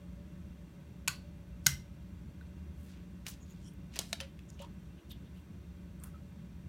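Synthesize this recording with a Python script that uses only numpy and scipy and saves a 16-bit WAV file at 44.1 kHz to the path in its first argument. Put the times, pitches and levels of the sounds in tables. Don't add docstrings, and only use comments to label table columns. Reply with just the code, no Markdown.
import sys
import numpy as np
from scipy import signal
from scipy.fft import rfft, irfft
from scipy.io import wavfile
from scipy.ndimage import uniform_filter1d

SR = 44100
rng = np.random.default_rng(int(sys.argv[2]) if len(sys.argv) > 2 else 0)


def level_to_linear(level):
    exponent = np.asarray(level, float) / 20
    return 10 ** exponent


def generate_wav(signal):
    frames = np.transpose(np.atleast_2d(signal))
    scaled = np.clip(frames, -1, 1) * 32767
    pcm = np.round(scaled).astype(np.int16)
    wavfile.write(sys.argv[1], SR, pcm)


N = 294588
T = np.arange(N) / SR


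def coloured(x, hz, db):
    f = np.maximum(np.fft.rfftfreq(len(x), 1 / SR), 1)
    gain = level_to_linear(np.interp(np.log(f), np.log(hz), db))
    return irfft(rfft(x) * gain, len(x))


def resonance(x, hz, width_hz):
    b, a = signal.iirpeak(min(hz, .45 * SR), hz / width_hz, fs=SR)
    return signal.lfilter(b, a, x)


def unit(x):
    return x / np.sqrt(np.mean(x ** 2))


def bell(s, half, order=2):
    return np.exp(-np.abs((T - s) / half) ** order / 2)


def even(band):
    power = uniform_filter1d(uniform_filter1d(band ** 2, size=5000), size=5000)
    return band / np.sqrt(power)


def ventilation():
    # frequency in Hz, level in dB per Hz
    air_spectrum = [(15, -26.5), (42, -23), (52, -2), (75, 2), (108, -9.5), (179, -5.5), (237, -18),
                    (305, -18), (440, -29), (749, -36), (2000, -38.5), (4000, -45), (8000, -51),
                    (16500, -54)]
    # frequency in Hz, width in Hz, gain in dB
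    room_modes = [(62.5, 6.3, 3), (77.6, 4.1, 4.5), (135, 10, -4.5), (177.8, 8.87, 7.5), (212, 9.2, 5.5),
                  (300, 30, 2), (980, 62, 3.5), (5000, 500, -3.5), (10530, 510, -6)]
    # time in seconds, level in dB
    flow = [(0, -49.5), (.43, -47.5), (.76, -53), (1.06, -49), (1.55, -49.5), (2.1, -48), (2.9, -50),
            (3.3, -49), (4.04, -50), (4.5, -50.5), (4.9, -48.5), (5.3, -49), (5.9, -48.5), (6.5, -49),
            (6.68, -44.5)]
    # time in seconds, half length in seconds, gain in dB
    lull = (5.02, 0.024, -20)
    # time in seconds, level in dB
    duct = [(0, -69), (1.2, -70), (2.3, -70), (3.2, -75.5), (4.5, -74), (5.5, -75), (6.68, -74)]
    air_db, ripple_db = -46.5, 2.5
    gust_db, gusts_per_s = 1.5, 7
    duct_hz, duct_width_hz = 575.4, 25.8

    hz = np.geomspace(15, 20000, num=2000)
    air_hz, air_level_db = np.transpose(air_spectrum)
    db = np.interp(np.log(hz), np.log(air_hz), air_level_db)
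    for mode_hz, width_hz, gain_db in room_modes:
        db = db + gain_db / (1 + (2 * (hz - mode_hz) / width_hz) ** 2)
    ripple = uniform_filter1d(rng.standard_normal(len(hz)), size=5) * np.sqrt(5)
    db = db + ripple_db * ripple * np.clip(np.log2(hz / 230), 0, 1) * np.clip(5000 / hz, 0, 1)
    air = level_to_linear(air_db) * unit(coloured(rng.standard_normal(N), hz, db))

    deep = coloured(air, [110, 120], [0, -200])
    upper = coloured(air - deep, [230, 245], [0, -200])
    out = air - deep - upper
    flow_db = np.interp(T, *np.transpose(flow))
    mean_db = np.mean(flow_db)
    lull_s, lull_half_s, lull_db = lull
    stall_db = lull_db * bell(lull_s, lull_half_s)
    # how far each band follows the flow, dB per dB
    for band, band_db, swing in ((deep, -2.5, 1.2), (upper, -2.5, .8)):
        gusts = np.interp(T * gusts_per_s, np.arange(200), rng.standard_normal(200))
        swell_db = swing * (flow_db - mean_db) + gust_db * gusts + stall_db
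        out = out + even(band) * level_to_linear(mean_db + band_db + swell_db)

    whistle = resonance(rng.standard_normal(N), duct_hz, duct_width_hz)
    whistle = resonance(whistle, duct_hz, 2 * duct_width_hz)
    return out + unit(whistle) * level_to_linear(np.interp(T, *np.transpose(duct)))


def add(track, s, sound):
    i = int(s * SR)
    track[..., i:i + sound.shape[-1]] += sound[..., :N - i]


def chatter(ms, size=4096):
    noise, spikes = rng.standard_normal((2, size))
    fade = np.exp(-T[:size] * 1000 / ms)
    force = noise * level_to_linear(3 * spikes) * fade
    return force * np.sqrt(np.sum(fade ** 2) / np.sum(force ** 2))


def ring(hz, t60, db, spread, size=16384):
    t = T[:size]
    shift = np.array([[-1], [-.4], [.55], [1.2]]) + rng.uniform(-.12, .12, (4, 1))
    neighbours = np.sum(np.sin(2 * np.pi * hz * (1 + spread * shift) * t), axis=0)
    cluster = .5 * np.sin(2 * np.pi * hz * t) + .33 * neighbours
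    decay = np.exp(-np.log(1000) * t / t60)
    return level_to_linear(db) * cluster * decay * np.minimum(t / 0.00081, 1)


def strike(impacts, body, crack_hz, crack_db, knock_hz, knock_db):
    blur = 2.5
    out = np.zeros((2, N))
    for s, db, ms in impacts:
        force = .5 * chatter(ms)
        click = np.sqrt(np.sum(force ** 2)) * (T[:len(force)] == 0)
        push = np.array([force, click])
        crack = resonance(resonance(push, crack_hz, 1.4 * crack_hz), crack_hz, 2 * crack_hz)
        crack = level_to_linear(crack_db) * crack
        knock = resonance(resonance(push, knock_hz, 1.2 * knock_hz), knock_hz, 2 * knock_hz)
        knock = level_to_linear(knock_db) * knock
        near = crack[0] + knock[0]
        parts = [crack[1], knock[1]]
        for k, (hz, width_hz, gain_db) in enumerate(body):
            near = near + (-1) ** k * level_to_linear(gain_db) * resonance(force, hz, width_hz)
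            parts.append(level_to_linear(gain_db) * resonance(click, hz, width_hz * blur) / np.sqrt(blur))
        power = np.sum(np.abs(rfft(np.array(parts))) ** 2, axis=0)
        far = np.roll(irfft(np.sqrt(power)), 96)
        far = far * (T[:len(far)] < .02)
        add(out, s, level_to_linear(db) * np.array([near, far]))
    return out


def switch():
    # time in seconds, level in dB, chatter in ms
    press = [
        (1.0765, -13.5, 0.67),
        (1.078, -11, 0.64),
        (1.0806, -10, 1.8),
    ]
    # time in seconds, level in dB, chatter in ms
    release = [
        (1.662, -46.5, 1),
        (1.6631, -13, 2),
        (1.6653, -6, 0.58),
        (1.6663, -1, 1.87),
    ]
    # frequency in Hz, width in Hz, level in dB
    press_body = [(1074, 44, 12.5), (1530, 43, 14), (2650, 440, 7.5), (4440, 290, 7.5), (5360, 280, -2),
                  (7000, 570, 5.5), (7760, 340, 2), (9670, 370, 2), (11400, 620, -4), (13200, 260, 0),
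                  (14800, 390, -9)]
    # frequency in Hz, width in Hz, level in dB
    release_body = [(1530, 220, -8.5), (2058, 210, 1.5), (3000, 220, 3.5), (4250, 710, 3.5),
                    (5600, 220, 6.5), (6480, 260, 8), (7050, 250, 1), (8320, 600, 4.5), (10400, 300, -5.5),
                    (13020, 400, 2.5), (14300, 400, -6), (15400, 400, -11)]
    # frequency in Hz, t60 in seconds, press level in dB, release level in dB
    lamp_rings = [(140, 0.47, -46, -35.5), (1054, 0.25, -50, -58), (1519, 0.19, -46, -34),
                  (1540, 0.063, -39, -28.5), (2067, 0.23, -51, -29), (2636, 0.26, -45, -58.5),
                  (3010, 0.1, -54, -45), (4360, .3, -43, -58.5), (5620, 0.3, -58, -37),
                  (6886, .14, -40, -45), (13230, .07, -50, -50)]
    out = strike(press, press_body, crack_hz=6000, crack_db=-8, knock_hz=1050, knock_db=-17)
    out += strike(release, release_body, crack_hz=7500, crack_db=-7.0, knock_hz=810, knock_db=-15.5)
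    for hz, t60, press_db, release_db in lamp_rings:
        add(out, press[1][0], ring(hz, t60, press_db, spread=.05))
        add(out, release[2][0], ring(hz, t60, release_db, spread=.016))
    return out


def room(x, size=22050):
    # frequency in Hz, t60 in seconds, level in dB
    absorption = [(202.2, .35, -2), (1500, 0.2, 3.5), (4000, 0.3, 0.5), (8000, 0.14, -2), (16100, 0.26, 2)]
    onset_s = 0.001
    t, tail = T[:size], 0
    hz, t60, db = np.transpose(absorption)
    for f in 150 * 2 ** np.arange(0, 7, .5):
        band_db = np.interp(np.log(f), np.log(hz), db)
        band_t60 = np.interp(np.log(f), np.log(hz), t60)
        band = resonance(rng.standard_normal(size), f, f / 2.2) * level_to_linear(band_db)
        tail = tail + band * np.exp(-np.log(1000) * t / band_t60)
    tail = tail * np.minimum(t / onset_s, 1) ** 2
    return signal.fftconvolve(x, tail / np.sqrt(np.sum(tail ** 2)))[:N]


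def booms():
    # time in seconds, half length in seconds, rms level in dB
    shifts = [
        (1.11, 0.024, -52),
        (1.71, .04, -44),
        (2.675, 0.13, -45),
        (4.232, 0.044, -45),
        (5.88, 0.047, -48),
        (6.628, 0.022, -53),
    ]
    hz, width_hz = 76.3, 6
    hum = resonance(resonance(rng.standard_normal(N), hz, width_hz), hz, width_hz)
    return even(hum) * sum(level_to_linear(db) * bell(s, half, order=4) for s, half, db in shifts)


def rubs():
    # time in seconds, half length in seconds, rms level in dB, centre in Hz
    brushes = [(1.653, 0.01, -66, 6000), (2.84, .045, -70, 10190), (2.908, 0.039, -69, 4000),
               (2.949, 0.086, -70.5, 1984), (3.295, 0.019, -54, 6350), (3.275, .012, -54.5, 1500),
               (3.316, 0.028, -58.5, 4500), (3.548, 0.12, -73, 3400), (3.948, 0.015, -57, 3250),
               (3.969, 0.01, -49.5, 2460), (4.01, 0.0074, -57, 895), (4.034, 0.093, -63, 6000),
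               (4.224, 0.02, -56, 2370), (4.624, 0.022, -61.5, 3000), (5.11, 0.0094, -62, 10000),
               (5.385, .03, -76, 10000), (6.056, 0.03, -65.5, 11000)]
    # time in seconds, half length in seconds, rms level in dB, centre in Hz
    scrapes = [(3.289, 0.014, -54, 15100), (3.507, .02, -75, 14060), (3.651, 0.027, -69.5, 6800),
               (3.681, 0.024, -70, 8850), (4.495, 0.0065, -67, 6690), (4.536, 0.016, -70.5, 6200),
               (4.603, 0.0071, -67, 6450), (4.615, 0.019, -58.5, 3070), (4.636, 0.021, -56, 950),
               (4.988, 0.011, -69, 3000), (5.117, 0.0088, -53.5, 3450), (5.139, .02, -66, 3290),
               (5.272, 0.032, -74.5, 3390), (5.378, 0.016, -71.5, 3000), (6.047, 0.025, -62, 1237)]
    # time in seconds, half length in seconds, rms level in dB, centre in Hz
    squeaks = [
        (3.428, 0.015, -67.5, 6800),
        (3.511, 0.014, -65, 6800),
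        (3.668, 0.019, -65.5, 3180),
        (3.668, 0.02, -66.5, 5630),
        (6.148, 0.0088, -62, 1275),
    ]
    out, slip_db = np.zeros(N), 3
    t = T[:8192] - T[4096]
    for rows, share in ((brushes, 1), (scrapes, 0.24), (squeaks, 0.058)):
        for s, half, db, hz in rows:
            width = min(share * hz, 10000)
            slips = level_to_linear(slip_db * np.repeat(rng.standard_normal(64), 128))
            force = slips * chatter(1e6, size=8192)
            grit = unit(resonance(resonance(force, hz, width), hz, 2.2 * width))
            add(out, s - T[4096], level_to_linear(db) * grit * np.exp(-(t / half) ** 2 / 2))
    return out


def ticks():
    # time in seconds, level in dB, centre in Hz, chatter in ms
    pings = [
        (2.41, -46, 1500, 2.6),
        (2.411, -51, 3780, 5.4),
        (4.2095, -36, 9650, 3.5),
        (5.114, -34.5, 3630, 3.2),
        (5.116, -38, 13200, 4.6),
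        (6.000, -43, 8300, 1.01),
    ]
    # time in seconds, level in dB, centre in Hz, chatter in ms
    small_ticks = [(3.736, -49, 13000, 1.96), (3.9589, -38, 6000, 0.82), (3.9644, -30, 5450, 3.5),
                   (4.012, -32, 6500, 2), (4.3912, -41, 2720, 2.3), (4.5018, -39, 6300, 1.9),
                   (4.5927, -41.5, 3000, 3.9), (4.614, -47, 13000, 2), (4.620, -43, 14500, 2.1),
                   (4.621, -41.5, 7500, 2.9), (6.037, -29.5, 9100, 1.6), (6.040, -34, 11000, 3.3)]
    # time in seconds, level in dB, centre in Hz, chatter in ms
    cracks = [
        (3.2655, -30.5, 3000, 6.9),
        (3.282, -35.5, 6500, 9.2),
        (3.9587, -30.5, 1880, 3.1),
        (4.021, -45, 6470, 3),
        (4.2093, -36, 5000, 1.8),
    ]
    # time in seconds, level in dB, centre in Hz, chatter in ms
    thuds = [
        (3.9605, -36, 500, 15),
        (4.2028, -23, 3120, 3.7),
        (4.2035, -38.5, 790, 16),
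    ]
    out = np.zeros(N)
    for rows, share, broad_db in ((pings, 0.062, -10), (small_ticks, 0.43, -5.5),
                                  (cracks, 1, 2.5), (thuds, 0.96, -13)):
        for s, db, hz, ms in rows:
            force, width = chatter(ms), share * hz
            peak = resonance(resonance(force, hz, width), hz, 2 * width) * np.sqrt(SR / 4 / width)
            click = level_to_linear(broad_db) * resonance(force, 2300, 8100)
            add(out, s, level_to_linear(db) * (peak + click) / 3)
    return out


def taps():
    # time in seconds, frequency in Hz, t60 in seconds, level in dB
    rings = [
        (2.411, 1523, 0.038, -54.5),
        (4.129, 3900, .04, -52),
        (4.209, 546, 0.33, -52.5),
        (4.2098, 3100, 0.12, -46),
        (4.209, 6000, 0.036, -46.5),
        (4.601, 565, 0.22, -49),
        (4.599, 3000, .05, -59),
        (6.145, 1280, 0.08, -54.5),
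    ]
    out = np.zeros(N)
    for s, hz, t60, db in rings:
        add(out, s, ring(hz, t60, db, spread=.005))
    return out


def snaps():
    # time in seconds, level in dB, chatter in ms
    first = [
        (3.9902, 3, 0.021),
        (3.9912, -24, 1.2),
        (3.9930, -17.5, 1.1),
    ]
    # time in seconds, level in dB, chatter in ms
    second = [
        (4.1290, -18, 0.89),
        (4.1303, -23, 3),
    ]
    # frequency in Hz, width in Hz, level in dB
    first_body = [(3350, 350, 0), (5150, 310, -1), (6700, 190, -18), (8200, 240, 2), (8600, 170, -20),
                  (11400, 330, -30), (12900, 230, -7), (14900, 460, -30)]
    # frequency in Hz, width in Hz, level in dB
    second_body = [(690, 56, 10), (1770, 116, 10), (2600, 300, 8), (3850, 240, 16), (5000, 860, -4),
                   (6200, 320, -22), (8000, 590, -22), (11200, 900, -31)]
    out = strike(first, first_body, crack_hz=4270, crack_db=4.5, knock_hz=563, knock_db=4.0)
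    out += strike(second, second_body, crack_hz=4500, crack_db=3.0, knock_hz=940, knock_db=0.5)
    return out


def scene():
    lamp_room_db, bottle_room_db = -12.5, -13.5
    lamp, lamp_far = switch()
    cap, cap_far = snaps() + rubs() + ticks() + taps()
    echo = room(level_to_linear(lamp_room_db) * lamp_far + level_to_linear(bottle_room_db) * cap_far)
    return (ventilation() + booms() + lamp + cap + echo)[None]


def band_limit(x):
    return signal.sosfilt(signal.butter(12, 16620, fs=SR, output="sos"), x)


def record(dry):
    top_cut = signal.ellip(8, .3, 50, 15900, fs=SR, output="sos")
    mix = signal.sosfilt(top_cut, dry)
    return band_limit(mix)


dry = scene()
out = record(dry)
generate_wav(out)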